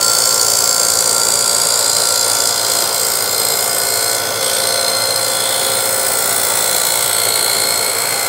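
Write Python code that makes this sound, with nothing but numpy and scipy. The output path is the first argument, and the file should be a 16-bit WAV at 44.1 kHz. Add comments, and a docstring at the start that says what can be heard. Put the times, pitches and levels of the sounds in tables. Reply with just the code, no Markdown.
"""A hard, fast rasp: a milling machine at about 57 turns a second cuts a groove along a wooden handle in a vice.
Once a turn the proudest tooth tears through the fibres; tool and wood ring with it, each part as a set of
resonances driven by fibre snaps and a jolt, in a colour that shifts as the cut advances. A few splinters crack.
Under the rasp the spindle drones, gears whine and the motor hums, all as wavering sines; the drive rumbles as
shaped noise. Around the cut and the splinters a small, hard-walled workshop adds dense reflections."""
import sys
import numpy as np
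from scipy import signal
from scipy.fft import rfft, irfft
from scipy.io import wavfile
from scipy.ndimage import uniform_filter1d, map_coordinates

SR = 44100
rng = np.random.default_rng(int(sys.argv[2]) if len(sys.argv) > 2 else 0)


def store_pcm(level_fs):
    """Save levels as 16-bit WAV."""
    pcm = np.round(np.clip(level_fs, -1, 1) * 32767).astype(np.int16)
    wavfile.write(sys.argv[1], SR, np.atleast_2d(pcm).T)


N = 365148

# Resonances of the parts that ring both under the cut and when a splinter snaps.
# Each row: centre in Hz, width in Hz, level in dB.
HANDLE_MODES = [(4625, 570, -8)]
GROOVE_MODES = [(5446, 490, 0.44), (6110, 680, -0.78)]
RASP_MODES = [(7130, 420, 0.5), (7506, 234, 4), (8090, 230, 2), (8190, 215, 2.5), (8810, 600, 4),
              (9500, 76, 0), (9540, 500, 3.5), (7800, 1800, -16.5)]
CHIP_MODES = [(11106, 760, 6), (11580, 2200, -7)]


def cut(turns):
    """The tooth's pass gates the breaking fibres, which set wood and steel ringing and spray chips and dust."""
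    # How hard the cutter bites. Each row: time in seconds, level in dB.
    bite = [(0, -14), (1.6, -15), (2.8, -16), (4.1, -15.6), (5.4, -17.2), (6.2, -16), (7.3, -16),
            (8.28, -18.5)]
    # How far the proudest tooth stands out from the rest of the turn.
    # Each row: time in seconds, factor on its force in dB.
    standout = [(0, 1.0), (.9, 1.7), (2.4, 0.96), (4.8, 1.25), (5.8, 0.56), (7.3, 1.4), (8.28, .75)]
    # Centres of the rasp of tearing fibres and of the hiss of fine dust. Each row: time in seconds, centre in Hz.
    rasp_centre = [(0, 7300), (2.3, 7200), (5, 8490), (8.28, 8030)]
    dust_centre = [(0, 15000), (1.6, 13500), (5.1, 13250), (5.7, 14800), (6.6, 14700), (7.2, 13100),
                   (8.28, 13400)]
    # Resonances of vice, table, cutter and dust. Each row: centre in Hz, width in Hz, level in dB.
    vice_modes = [(2111, 190, 4.5), (1980, 480, -3)]
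    table_modes = [(3175, 156, -1.3), (3424, 210, 2), (3847, 124, -1.8)]
    cutter_modes = [(4212, 233, 0)]
    dust_modes = [(13100, 610, 0), (14570, 770, -6.5), (15700, 1700, 1)]
    # Each part gains or loses as the cut advances, and swells and fades slowly about that trend. Each part's row:
    # dB relative to the bite at the start, dB per second, swing in dB, period in seconds, time of a crest in seconds.
    shares = {"vice": (-25, 1.81, 1.4, 5, 4), "table": (-18, .5, 3, 2.5, 2.0),
              "cutter": (-18.5, 1.31, 1.4, 3, 5), "handle": (-4, -1.07, 1.45, 3, 2.14),
              "groove": (-8, -.92, 2.1, 2, 2.5), "rasp": (-2, -0.24, 0.96, 5.5, 1.5),
              "chips": (-13.5, 0.36, 1.8, 5.8, 1.4), "dust": (-14.8, 0.9, 3.9, 3.08, 3.3)}
    # Force on the teeth through one turn, long and even under the proudest one.
    # Each row: share of the turn, force in dB before the factors below.
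    tooth = [(0, -12), (.15, -14), (.28, -11.5), (.5, -19), (.57, -7), (.64, -.5), (.71, -2.5), (.78, 1),
             (.84, -.7), (.92, -8), (1, -12)]

    bite_db, = in_time(bite)
    contrast, = in_time(standout)
    rasp_hz, = in_time(rasp_centre)
    dust_hz, = in_time(dust_centre)
    cutter_db, table_db, whistle_db = chatter()
    lift_db = {"cutter": cutter_db, "table": table_db}
    # a deep pass leaves less wood for the next one
    depth_db = 0.47 * np.diff(rng.standard_normal(500))[turns.astype(int)]
    regular = fibres(turns, memory_turns=17.0, grain_db=2.0)
    fresh = crackle(per_s=14000, grain_db=2.5)
    jolt = knock(turns, deepest=.76)

    def force(repeat, sharpness, jolt_db, lead):
        """Repeating and fresh snaps under the tooth, a share of a turn early, and the jolt as the chip lets go."""
        tooth_db = contrast * np.interp((turns + lead) % 1, *np.transpose(tooth)) + depth_db
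        breaking = np.sqrt(repeat) * regular + np.sqrt(1 - repeat) * fresh
        snaps = from_db(sharpness * tooth_db) * breaking
        return rms_one(snaps) + from_db(jolt_db) * jolt

    # heavy parts follow the repeating fibres most closely, chips and dust least
    heavy = force(repeat=0.77, sharpness=0.98, jolt_db=-9, lead=0.026)
    flexing = force(repeat=0.67, sharpness=0.9, jolt_db=-8.5, lead=0.062)
    bending = force(repeat=0.55, sharpness=1.08, jolt_db=-17.5, lead=0.04)
    tearing = force(repeat=0.34, sharpness=1.0, jolt_db=-28, lead=0.027)
    spray = force(repeat=0.2, sharpness=2.5, jolt_db=-30, lead=0.023)
    parts = {"vice": body(heavy, vice_modes),
             "table": body(heavy, table_modes),
             "cutter": body(flexing, cutter_modes),
             "handle": handle_whistle(bending, whistle_db) + body(bending, HANDLE_MODES),
             "groove": body(bending, GROOVE_MODES),
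             "rasp": moving_body(tearing, RASP_MODES, rasp_hz, fall_db=4.5, patchy_db=1.8),
             "chips": body(spray, CHIP_MODES),
             "dust": moving_body(spray, dust_modes, dust_hz, fall_db=5.5, patchy_db=2.5)}
    total = np.zeros(N)
    for name, part in parts.items():
        level_db = bite_db + swell(*shares[name]) + lift_db.get(name, 0) - slip_loss(name)
        total += from_db(level_db) * evened(workshop(part))
    return total


def fibres(turns, memory_turns, grain_db):
    """Each pass meets nearly the same fibres as the last, so their snaps repeat and change only slowly."""
    steps = 770  # points around one turn
    keep = np.exp(-1 / memory_turns)
    fresh = rng.standard_normal((2, 600, steps))
    # each point remembers its value from turn to turn; the first 100 turns only settle
    snaps = signal.lfilter([np.sqrt(1 - keep ** 2)], [1, -keep], fresh, axis=1)[:, 100:]
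    track = (snaps[0] * from_db(grain_db * snaps[1])).ravel()
    return rms_one(map_coordinates(track, [turns * steps], order=3))


def crackle(per_s, grain_db):
    """Fresh fractures of uneven size, at random moments and of either sign."""
    size_db = grain_db * np.minimum(rng.exponential(1, N), 4)
    sizes = from_db(size_db) * rng.choice([-1, 1], N)
    return rms_one(sizes * (rng.random(N) < per_s / SR))


def knock(turns, deepest):
    """One sharp jolt a turn, where the chip is thickest and breaks away."""
    offset_samples = ((turns - deepest + .5) % 1 - .5) / np.gradient(turns)
    return rms_one(np.sinc(offset_samples / 2) * np.exp(-(offset_samples / 10) ** 2))


def handle_whistle(force, whistle_db):
    """The handle rings higher as the cutter moves in over the jaws, ever more slowly towards a limit."""
    start_hz, limit_hz, settle_s, ring_db = 4530, 5220, 4.4, -2.5
    ring_hz = limit_hz + (start_hz - limit_hz) * np.exp(-np.arange(N) / SR / settle_s)
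    return from_db(ring_db + whistle_db) * moving_resonance(force, ring_hz, width_hz=240)


def chatter():
    """The lift in dB of cutter, table and the handle's whistle during the bouts of chatter."""
    # Each row: middle in seconds, length in seconds, lift in dB of the cutter, of the table and of the whistle.
    bouts = [(1.4, .7, -1, 0, 9), (2.02, .6, 6, -2, 0), (2.743, 0.62, 7, 3, 3), (3.412, 0.4, 7.5, 2.5, 7),
             (3.992, 0.36, 6.5, -6, -1), (4.497, 0.24, 1.5, 3, -3), (4.927, .65, 7.5, -0.5, 3),
             (5.57, 0.55, 2.5, 10, -1), (6.805, 0.37, 4, -1, 0), (7.49, 0.72, 5, 0.5, -5)]
    return sum(np.outer(lifts_db, bout(s, length_s)) for s, length_s, *lifts_db in bouts)


def slip_loss(name):
    """In a slip the teeth rub more than they tear: tearing and spray lose most, what only rings loses a share."""
    # Each row: middle in seconds, length in seconds, loss of rasp, chips and dust in dB.
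    slips = [(2.58, .2, 2.7), (2.9, 0.096, 3.9), (3.27, 0.14, 2.5), (4.3, .23, 6.2), (4.95, .45, 1.5)]
    ringing_share = 0.37
    loss_db = sum(db * bout(s, length_s) for s, length_s, db in slips)
    return loss_db if name in ("rasp", "chips", "dust") else ringing_share * loss_db


def splinters(decay_s):
    """A larger piece of wood snaps: a decaying noise burst rings the wood in a short, bright crack."""
    # Each row: start in seconds, peak in dB before the reflections.
    snaps = [(2.4723, -2), (4.603, -9), (7.368, -15), (7.373, -19)]
    t, out = np.arange(N) / SR, np.zeros(N)
    for s, db in snaps:
        burst = rng.standard_normal(N) * (t >= s) * np.exp(-abs(t - s) / decay_s)
        crack = body(burst, HANDLE_MODES) + 0.31 * body(burst, GROOVE_MODES)
        crack += 0.28 * body(burst, RASP_MODES) + 0.091 * body(burst, CHIP_MODES)
        out += from_db(db) * crack / abs(crack).max()
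    return workshop(out)


def machine(turns):
    """Spindle drone, gear whine, motor tones and the rumble of the drive, which grows slightly as the cut advances."""
    # Drone of the spindle. Each row: multiple of the speed, level in dB relative to drone_db.
    drone_tones = [(1, -32), (3, -22), (4, -14), (5, -16), (6, -19.5), (7, -6.5), (11, -35), (13, -10.5),
                   (17, -13), (19, -13), (20, -16.5), (22, -11), (25, -15.5), (27, -11)]
    drone_db = -35
    # The clearest multiples of the speed swell and fade as the microphone moves through the room's standing waves.
    # Each multiple's row: dB at the start, dB per second, swing in dB, period in seconds, time of a crest in seconds.
    whine_levels = {2: (-49, .5, 4, 5.6, 5.1), 8: (-42.5, 0.68, 3.5, 5.5, 3.7),
                    9: (-34.5, -1.1, 2, 0.5, 1.75), 10: (-35, -2.5, 4.5, 3, 2),
                    12: (-38.5, 0.68, 2.2, 9, 4), 14: (-44.5, 0.77, 2.5, 3, 3), 15: (-48.5, 1, 3.9, 4, 3),
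                    16: (-38.5, -0.43, 5, 5, 2), 18: (-35.5, -1.3, 3.5, 6.5, 6.5),
                    24: (-30.5, -.5, 1.3, 5.5, 1), 26: (-37, -.2, 2.9, 12.5, 5)}
    # Tones of the motor and the other shafts. Each row: frequency in Hz, level in dB.
    motor_tones = [(67, -60.5), (101.3, -47), (252, -52.5), (261, -50.5), (465, -42.5), (579, -41.5),
                   (591, -41.5), (654, -47), (720, -40.5), (1069, -50), (1165, -43), (1171, -45),
                   (1313, -57), (1358, -45.5), (1436, -45), (1456, -41.5), (1545, -46)]
    # The loudest tone of the drive swells likewise, with the same columns as the whine.
    drive_level = (-34, -0.03, 4, 6, 4.7)
    drive_hz = 534.5
    # Spectrum of the rumble. Each row: frequency in Hz, relative level in dB per Hz.
    rumble_spectrum = [(25, -36), (48, -35), (80, -18), (125, -7.5), (190, -8.5), (250, -18), (330, -7.5),
                       (400, -3), (520, 2), (680, -3), (920, -3), (1450, -7), (1750, -10.5), (3000, -15),
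                       (15000, -14.5)]
    rumble_db, rumble_rise_db_per_s = -24, 0.13

    t = np.arange(N) / SR
    drone = sum(from_db(drone_db + db) * tone(k * turns, waver_db=3.5, waver_rate=0.67, slip=0.31)
                for k, db in drone_tones)
    whine = sum(from_db(swell(*level)) * tone(k * turns, waver_db=2.0, waver_rate=3.5, slip=0.19)
                for k, level in whine_levels.items())
    motor = sum(from_db(db) * tone(hz * t, waver_db=2.35, waver_rate=3.6, slip=0.85) for hz, db in motor_tones)
    drive = from_db(swell(*drive_level)) * tone(drive_hz * t, waver_db=2.7, waver_rate=0.74, slip=0.079)
    level_db = rumble_db + rumble_rise_db_per_s * t + 0.91 * drift(15)
    rumble = from_db(level_db) * shaped_noise(rumble_spectrum)
    return drone + whine + motor + drive + rumble


def tone(cycles, waver_db, waver_rate, slip):
    """A sine of rms near 1 that wavers in level (dB) and slips a little in phase (radians)."""
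    angle = 2 * np.pi * ((cycles + rng.random()) % 1) + slip * drift(waver_rate)
    return np.sqrt(2) * np.sin(angle) * from_db(waver_db * drift(waver_rate))


def shaped_noise(spectrum):
    """Noise with a given spectrum, rms 1."""
    hz, db = np.transpose(spectrum)
    gain = from_db(np.interp(np.log(np.fft.rfftfreq(N, 1 / SR) + 1), np.log(hz), db))
    return rms_one(irfft(rfft(rng.standard_normal(N)) * gain, N))


def workshop(x, count=6):
    """Direct sound and dense reflections, whose pattern changes as the hand-held microphone moves."""
    t60_s, reflections_db = 0.27, -3.5
    t, out = np.arange(SR // 3) / SR, np.zeros(N + SR)
    hop = N // (count - 1) + 1
    # cross-fade from one microphone place to the next
    for centre in range(0, hop * count, hop):
        at = np.arange(max(centre - hop, 0), min(centre + hop, N))
        fade = np.cos(np.pi / 2 * (at - centre) / hop)
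        tail = rng.standard_normal(len(t)) * from_db(-60 * t / t60_s) * (t > .003)
        wet = signal.fftconvolve(x[at] * fade, tail / np.linalg.norm(tail))
        out[at[0]:at[0] + len(wet)] += wet
    return x + from_db(reflections_db) * out[:N]


def resonance(x, hz, width_hz):
    """A steep-sided resonance with gain 1 on top."""
    edges = np.clip([hz - width_hz / 2, hz + width_hz / 2], 20, SR / 2 - 100)
    return signal.sosfilt(signal.butter(2, edges, "band", fs=SR, output="sos"), x)


def body(force, modes):
    """A part ringing in all its resonances."""
    return sum(from_db(db) * resonance(force, hz, width) for hz, width, db in modes)


def moving_resonance(x, hz, width_hz):
    """A resonance whose centre follows a curve: shift down, low-pass, shift back."""
    carrier = np.exp(2j * np.pi * np.cumsum(hz) / SR)
    low_pass = signal.butter(2, width_hz / 2, fs=SR, output="sos")
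    return 2 * (signal.sosfilt(low_pass, x / carrier) * carrier).real


def moving_body(force, modes, centre_hz, fall_db, patchy_db):
    """Resonances far from a moving centre are driven less (dB per kHz), and each swells with the grain of the wood."""
    out = np.zeros(N)
    for hz, width, db in modes:
        level_db = db - fall_db * abs(hz - centre_hz) / 1000 + patchy_db * drift(4.2)
        out += from_db(level_db) * resonance(force, hz, width)
    return out


def swell(start, per_s, swing, period_s, crest_s):
    """A steady trend with a slow rise and fall about it."""
    t = np.arange(N) / SR
    return start + per_s * t + swing * np.cos(2 * np.pi * (t - crest_s) / period_s)


def bout(middle_s, length_s):
    """An envelope that builds up, holds and dies away."""
    return np.exp(-(2 * (np.arange(N) / SR - middle_s) / length_s) ** 4)


def drift(rate):
    """Slow chance with spread 1: noise through two equal low-passes at rate (Hz), drawn every 40 samples."""
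    r = np.exp(-2 * np.pi * rate * 40 / SR)
    # the first 2000 values only settle
    slow = signal.lfilter([1], [1, -2 * r, r * r], rng.standard_normal(N // 40 + 2002))[2000:]
    return np.interp(np.arange(N) / 40, np.arange(len(slow)), rms_one(slow))


def in_time(rows):
    """Each column of a curve at every sample."""
    s, *columns = np.transpose(rows)
    return [np.interp(np.arange(N) / SR, s, c) for c in columns]


def evened(x):
    """Hold the level at 1 over a few turns (4620 samples), leaving the pulses within them."""
    return x / np.sqrt(uniform_filter1d(x ** 2, size=4620) + 1e-12)


def rms_one(x):
    """Scale to rms 1."""
    return x / np.sqrt(np.mean(x ** 2) + 1e-20)


def from_db(db):
    """Decibels to gain."""
    return np.exp(np.asarray(db) * (np.log(10) / 20))


def scene():
    """One spindle, wavering slightly in speed, drives both the cut and the machine."""
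    # Each row: time in seconds, spindle speed in turns per second.
    spindle = [(0, 57.28), (2.5, 57.285), (4, 57.32), (6, 57.355), (8.28, 57.33)]
    speed, = in_time(spindle)
    start_turn = .06
    turns = start_turn + np.cumsum(speed) / SR + 0.0019 * drift(3.9)
    return (cut(turns) + splinters(decay_s=0.0018) + machine(turns))[None]


def record(dry):
    """The highest peaks are rounded off and the top is cut."""
    ceiling, cutoff_hz = .95, 15720
    rounded = dry / (1 + (dry / ceiling) ** 8) ** (1 / 8)
    return signal.sosfilt(signal.ellip(12, .1, 80, cutoff_hz, fs=SR, output="sos"), rounded)


dry = scene()
out = record(dry)
store_pcm(out)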